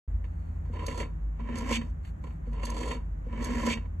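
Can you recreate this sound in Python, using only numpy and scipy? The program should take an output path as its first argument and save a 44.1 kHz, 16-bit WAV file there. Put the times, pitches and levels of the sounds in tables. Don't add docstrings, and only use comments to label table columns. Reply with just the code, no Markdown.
import sys
import numpy as np
from scipy import signal
from scipy.fft import rfft, irfft, next_fast_len
from scipy.io import wavfile
from scipy.ndimage import map_coordinates

SR = 44100
rng = np.random.default_rng(int(sys.argv[2]) if len(sys.argv) > 2 else 0)


def waveform_to_disk(signal):
    frames = np.transpose(np.atleast_2d(signal))
    scaled = np.clip(frames, -1, 1) * 32767
    samples = np.round(scaled).astype(np.int16)
    wavfile.write(sys.argv[1], SR, samples)


N = 176400


def gears(wind, back):
    # (frequency [Hz], gain [dB])
    case_colour = [(120, -51), (195, -20), (222, -9), (232, -1), (241, -5), (249, -4.5), (268, -22),
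                   (296, -18), (350, -52.5), (600, -57.5)]
    shell_colour = [(200, -23), (330, 0), (385, -7.5), (450, -0.5), (560, -2), (680, -10.5), (880, -15.5),
                    (975, 2), (1060, -1.5), (1220, -21), (1370, -10.5), (1500, -35), (2500, -30.5)]
    wheel_colour = [(900, -1.5), (1500, -6.5), (1700, 6.5), (2100, 7.5), (2450, 2.5), (2850, 5), (3280, 0),
                    (3500, -13), (3950, -25), (4400, -8), (4700, -18), (6000, -29)]
    scrape_colour = [(2000, -31), (3300, 9), (3950, -6.5), (4200, -5), (4330, 9), (4480, 14.5), (4650, 0),
                     (5100, 0), (5600, -2.5), (6400, 5.5), (7600, 1.5), (8600, 0), (9700, -29),
                     (10750, 5.5), (11400, -8.5), (12500, -33.5)]
    frame_colour = [(900, -3.5), (1480, -3.5), (1700, 7), (1900, 6.5), (2080, 6), (2260, 6.5), (2420, 0),
                    (2750, 0.5), (3150, 2), (3450, -26), (3950, -19), (6000, -26.5)]
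    whirr_colour = [(2000, -30.5), (3400, 6.5), (3980, -15), (4300, 3), (4600, 8), (4950, 1), (5600, 3.5),
                    (6400, 5.5), (7600, 2), (8600, -1), (9700, -18.5), (11300, -0.5), (12500, -31.5)]
    case, shell = np.hypot(wind[:2], back[:2])
    case = np.minimum(case, amp(-36.5))
    parts = [(case, case_colour), (shell, shell_colour),
             (wind[2], wheel_colour), (wind[3], scrape_colour),
             (back[2], frame_colour), (back[3], whirr_colour)]
    return sum(coloured(teeth() * drive, colour) for drive, colour in parts)


def teeth(per_s=2400, scatter_db=3):
    hit = rng.random(N) < per_s / SR
    polarity = np.sign(rng.standard_normal(N))
    size = amp(scatter_db * np.clip(rng.standard_normal(N), -2, 2))
    return unit(hit * polarity * size)


def dial_drives(governor_hz=57):
    # (time [s], gear level [dB], treble level [dB])
    winds = [
        [(0.66, -57.5, -72), (0.706, -71, -80), (0.738, -49.5, -63), (0.78, -47.5, -68), (0.852, -41.5, -60),
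         (0.868, -51, -45), (0.876, -41, -49.5), (0.948, -44, -50.5), (1.008, -38.5, -43), (1.122, -68.5, -96),
         (1.14, -68, -119)],
        [(2.44, -66, -87), (2.472, -62, -71), (2.506, -66, -79), (2.538, -52, -67), (2.582, -47.5, -71),
         (2.628, -45, -55.5), (2.66, -50, -45), (2.678, -44, -56), (2.82, -42.5, -46), (2.926, -38, -46.5),
         (3.05, -66.5, -89)],
    ]
    returns = [
        [(1.36, -64.5, -99), (1.39, -61, -83), (1.404, -44, -78), (1.418, -52.5, -82), (1.526, -41, -74),
         (1.582, -39, -49.5), (1.65, -38, -61), (1.698, -33, -46.5), (1.714, -26.5, -42), (1.752, -42.5, -40),
         (1.812, -47, -71.5), (1.9, -60.5, -72)],
        [(3.25, -58, -86), (3.272, -61, -78), (3.286, -53, -84), (3.404, -38.5, -64), (3.442, -38, -48),
         (3.506, -34, -53.5), (3.652, -33.5, -49.5), (3.668, -35, -38.5), (3.676, -25, -44),
         (3.724, -36.5, -46), (3.786, -52, -72), (3.86, -54.5, -85)],
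    ]
    # (case [dB], shell [dB], metal [dB], treble [dB])
    wind_mix = [-2.5, -1, -11.5, -5]
    return_mix = [5.5, -6, -12, -1]
    governor = sine(governor_hz * (1 + 0.0802 * wobble(12)))
    wind = stroke_drive(winds, wind_mix, flutter_db=2.2 * wobble(110))
    back = stroke_drive(returns, return_mix, flutter_db=1.8 * governor + 0.87 * wobble(200))
    return np.hypot(wind, click_drive()), back


def stroke_drive(strokes, mix_db, flutter_db):
    t, drive = clock(), np.zeros((4, N))
    for rows in strokes:
        times, gear_db, treble_db = np.transpose(rows)
        gate = np.clip(np.minimum(t - times[0], times[-1] - t) / .02 + 1, 0, 1)
        drive += gate * amp([np.interp(t, times, db) for db in (gear_db, gear_db, gear_db, treble_db)])
    return drive * amp(mix_db)[:, None] * amp(flutter_db)


def click_drive(attack_s=0.0003, t60_s=0.071):
    # (time [s], metal [dB], shell [dB], treble [dB])
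    clicks = [(0.2415, -43.5, -48, -69), (0.7467, -50, -40, -74), (0.7923, -34.5, -54, -61),
              (0.881, -28, -33.5, -42), (0.912, -34, -50, -53), (0.9743, -38, -32, -42),
              (1.0005, -26, -32, -46), (1.0271, -31, -34, -58), (1.3934, -44, -37, -76),
              (1.488, -40, -34.5, -65), (1.5553, -35, -58, -45), (1.8134, -33, -41, -59),
              (2.048, -44.5, -77, -60), (2.2392, -44.5, -38, -57.5), (2.2685, -45, -42, -65),
              (2.3045, -47, -50.5, -71), (2.5305, -45.5, -60, -59.5), (2.632, -30, -33.5, -47.5),
              (2.667, -33, -43, -43), (2.7656, -32.5, -33, -44), (2.8283, -27.5, -50, -44),
              (2.9092, -23.5, -41.5, -41), (3.3268, -42.5, -37, -67), (3.4208, -42, -33, -45),
              (3.6628, -26.5, -29, -44), (3.7728, -33, -37.5, -64)]
    # (case [dB], shell [dB], metal [dB], treble [dB])
    click_mix = [-3.5, -4.5, -13, -4]
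    drive, t = np.zeros((4, N + SR)), np.arange(SR // 8) / SR
    shape = (1 - np.exp(-t / attack_s)) * amp(-60 * t / t60_s)
    shape /= shape.max()
    for start, metal_db, shell_db, treble_db in clicks:
        gains = amp([shell_db, shell_db, metal_db, treble_db])
        drive[:, round(start * SR):][:, :len(t)] += gains[:, None] * shape
    return drive[:, :N] * amp(click_mix)[:, None]


def thumps():
    # (time [s], level [dB], attack [s])
    blows = [(0.697, -38, 0.0076), (1.003, -43.5, 0.011), (1.398, -33.5, 0.021), (1.708, -17.5, 0.014),
             (2.472, -29, 0.018), (3.266, -33.5, 0.0082), (3.674, -20.5, 0.0063)]
    # (frequency [Hz], level [dB], t60 [s])
    case_modes = [(233.2, -5.5, 0.4), (247.5, -2.5, 0.094), (426, -3, 0.018), (485, 6, 0.041),
                  (532, -17, 0.085)]
    t, out = np.arange(SR // 2) / SR, np.zeros(N + SR)
    for start, db, attack_s in blows:
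        out[round(start * SR):][:len(t)] += amp(db) * (1 - np.exp(-t / attack_s)) * ring(case_modes, t)
    return out[:N]


def shake(attack_s=0.0052, t60_s=0.023):
    # (time [s], length [s], level [dB])
    bursts = [(1.721, 0.051, -33.5), (3.694, 0.047, -35)]
    t, envelope = clock(), np.zeros(N)
    for start, length_s, db in bursts:
        rise = np.clip((t - start) / attack_s, 0, 1)
        envelope += rise * amp(db - 60 * np.maximum(t - start - length_s, 0) / t60_s)
    return envelope


def rattle():
    # (frequency [Hz], gain [dB])
    works_colour = [(600, -15), (1500, -12.5), (2000, -2.5), (2280, 6.5), (2750, 0.5), (3250, 2.5),
                    (3950, -16), (4480, -8.5), (5000, -16), (6500, -11), (8300, -14), (12000, -41)]
    return amp(-0.5) * coloured(teeth() * shake(), works_colour)


def spring(chatter_s=0.0022):
    # (time [s], level [dB])
    snaps = [(0.864, -34.5), (1.583, -42.5), (2.652, -37), (2.7, -42.5), (3.4444, -37)]
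    # (frequency [Hz], level [dB], t60 [s])
    spring_modes = [(4750, -4.5, 0.022), (4900, -11.5, 0.006), (5630, -3, .012), (6420, 0.5, 0.023),
                    (6920, -6, 0.0064), (7800, -5.5, 0.011), (8750, 7, 0.006), (10600, -6, 0.017)]
    chatter = np.zeros(N)
    for start, db in snaps:
        age = np.maximum(clock() - start, 0) / chatter_s
        chatter += amp(db) * age * np.exp(1 - age)
    ping = ring(spring_modes, np.arange(SR // 16) / SR)
    return signal.fftconvolve(teeth() * chatter, ping / np.linalg.norm(ping))[:N]


def fingertip():
    # (centre time [s], length [s], level [dB])
    brushes = [(0.43, 0.29, -74), (2.072, 0.074, -62.5), (2.29, 0.14, -71.5)]
    drags = [(.93, 0.083, -47.5), (2.87, 0.18, -42)]
    # (frequency [Hz], gain [dB])
    skin_colour = [(800, 2), (2400, 3.5), (3200, 0.5), (3950, -10.5), (4420, 2), (5000, -14.5), (7000, -5),
                   (11500, -10.5)]
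    hub_colour = [(260, -15), (295, -6), (350, -18.5), (430, -0.5), (490, 8), (560, -20), (700, -22)]
    return rubbing(brushes, skin_colour) + rubbing(drags, hub_colour)


def rubbing(rubs, colour):
    touch = sum(amp(db) * np.exp(-(2 * (clock() - centre) / length) ** 4) for centre, length, db in rubs)
    return coloured(teeth() * touch * amp(1.3 * wobble(40)), colour)


def bells(wind, back, waver_rad=0.5):
    # (frequency [Hz], level [dB], t60 [s])
    bell_modes = [(1892, -19, .13), (2278, -14, .14), (2450, -24, .1), (2584, -19, .13), (2751, -15, .14),
                  (3107, -23, .15), (3289, -26, .14), (3704, -20, .12), (4457, -20, .14), (4755, -25, .08),
                  (5636, -27, .12), (6438, -28, .1), (6912, -27, .12), (7779, -30, .12)]
    power = (amp(-1) * wind[2]) ** 2 + (amp(-2.5) * back[2]) ** 2 + shake() ** 2
    out = np.zeros(N)
    for hz, db, t60 in bell_modes:
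        retained = np.exp(-2 * np.log(1000) / (t60 * SR))
        energy = signal.lfilter([1 - retained], [1, -retained], power)
        level = amp(db + 2 * wobble(12)) * np.sqrt(2 * energy)
        out += level * np.sin(2 * np.pi * hz * clock() + waver_rad * wobble(45))
    return amp(1) * out


def room(x, walls_t60_s=.03):
    # (frequency [Hz], t60 [s])
    decay = [(200, 0.46), (1000, 0.53), (4000, 0.11), (10000, 0.2)]
    # (frequency [Hz], gain [dB])
    colour = [(240, -6), (650, 1), (1000, -2), (3500, 2), (6500, -6)]
    hz, t, noise = signal.stft(rng.standard_normal((2, SR // 2)), SR, nperseg=256)
    tail = signal.istft(noise * amp(-60 * t / along(decay, hz)[:, None]), SR, nperseg=256)[1]
    walls = rng.standard_normal(tail.shape) * amp(-60 * np.arange(tail.shape[1]) / SR / walls_t60_s)
    response = amp(-34) * tail / np.linalg.norm(tail[0]) + amp(-14) * walls / np.linalg.norm(walls[0])
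    return equalised(signal.fftconvolve(x[None], response, axes=1)[:, :N], colour)


def hum(hz, waver_hz):
    return np.sqrt(2) * sine(hz + waver_hz * wobble(7))


def room_tone():
    # (time [s], lower hum [dB], upper hum [dB])
    swells = [(0.1, -30.5, -37), (0.15, -24.5, -30.5), (0.25, -35, -35), (0.8, -36, -33.5),
              (1.18, -32, -42), (1.24, -25.5, -57), (1.39, -32, -43), (1.66, -37.5, -39),
              (1.91, -32.5, -37.5), (2.29, -47.5, -41.5), (2.49, -30.5, -53), (2.82, -32, -48),
              (3.17, -32, -42.5), (3.22, -31.5, -52.5), (3.95, -34.5, -35), (3.98, -56, -31)]
    # (frequency [Hz], level [dB])
    faint_hums = [(166, -55.5), (140.7, -59.5)]
    # (frequency [Hz], gain [dB])
    rumble_colour = [(20, -15.5), (38, -8.5), (62, 3.5), (90, -11.5), (150, -11), (230, -21.5), (300, -25),
                     (400, -34.5), (800, -38), (1900, -45), (3200, -61.5), (5000, -72), (7000, -58),
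                     (9700, -78.5), (11500, -64.5)]
    width = [(50, -28.5), (150, -10.5), (500, 7), (2000, 2.0), (7000, -1.5)]
    times, lower_db, upper_db = np.transpose(swells)
    lower = amp(np.interp(clock(), times, lower_db)) * hum(hz=50.6, waver_hz=1.655)
    upper = amp(np.interp(clock(), times, upper_db)) * hum(hz=82.5, waver_hz=0.897)
    faint = sum(amp(db + 2.65 * wobble(3.71)) * hum(hz, waver_hz=1.45) for hz, db in faint_hums)
    mid, side = (coloured(rng.standard_normal(N), rumble_colour) for _ in range(2))
    mid = mid * amp(0.63 * wobble(10))
    side = equalised(side, width)
    return amp(-3) * (lower + upper) + faint + amp(-40) * np.array([mid + side, mid - side])


def amp(db):
    return 10 ** (np.asarray(db) / 20)


def unit(x):
    return x / np.sqrt(np.mean(x ** 2) + 1e-20)


def along(points, hz):
    knots_hz, values = np.transpose(points)
    return np.interp(np.log(hz + 1), np.log(knots_hz + 1), values)


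def clock():
    return np.arange(N) / SR


def wobble(rate):
    return map_coordinates(rng.standard_normal(int(N * rate / SR) + 4), [clock() * rate])


def sine(hz):
    return np.sin(2 * np.pi * np.cumsum(hz) / SR)


def ring(modes, t):
    return sum(amp(db - 60 * t / t60) * np.sin(2 * np.pi * hz * t) for hz, db, t60 in modes)


def filtered(x, response):
    size = next_fast_len(N + SR // 2)
    return irfft(rfft(x, size) * response(np.fft.rfftfreq(size, 1 / SR)), size)[..., :N]


def equalised(x, points):
    return filtered(x, lambda hz: amp(along(points, hz)))


def coloured(x, points, size=8192):
    hz = np.fft.rfftfreq(size, 1 / SR) + 1
    octaves_outside = np.abs(np.log2(hz / np.clip(hz, points[0][0], points[-1][0])))
    cepstrum = irfft(np.log(amp(along(points, hz) - 20 * octaves_outside)))
    cepstrum[1:size // 2] *= 2
    cepstrum[size // 2 + 1:] = 0
    impulse = irfft(np.exp(rfft(cepstrum)))
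    return signal.fftconvolve(x, impulse / np.linalg.norm(impulse))[:N]


def scene():
    # (frequency [Hz], unshared part [dB])
    spread = [(240, -16), (450, -7), (720, -3), (1000, -9), (1450, -5), (2000, -7), (3600, -4), (4500, -6),
              (6500, -12), (11000, -14)]
    # (frequency [Hz], left lead [rad])
    lead = [(100, .1), (230, .55), (380, .6), (560, -.1), (850, -1.2), (1050, -.6), (1900, .5), (2800, .9),
            (3400, 3.6), (4100, 5.8), (4550, 7.4), (5000, 9.5), (6100, 12.4), (7900, 12.6), (8800, 15.2),
            (10600, 15.9), (11500, 18.8)]
    # (frequency [Hz], left minus right [dB])
    pan = [(100, 0), (260, -1), (450, 1.5), (620, 2), (1000, -5.5), (1400, -2.5), (2000, -5.5),
           (2800, -3.5), (4400, -3.5), (6000, -1.5), (8000, 0)]
    wind, back = dial_drives()
    phone = gears(wind, back) + rattle() + thumps() + spring() + fingertip() + bells(wind, back)
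    sides = np.array([[.5], [-.5]])
    unshared = equalised(gears(wind, back) + rattle(), spread)
    direct = filtered(phone + 2 * sides * unshared, lambda hz: np.exp(1j * sides * along(lead, hz)))
    return filtered(direct + room(phone), lambda hz: amp(sides * along(pan, hz))) + room_tone()


def record(dry, start_s=0.077, top_hz=12400):
    fade_in = np.clip((clock() - start_s) / 0.0033, 0, 1)
    return filtered(dry * fade_in, lambda hz: hz < top_hz)


dry = scene()
out = record(dry)
waveform_to_disk(out)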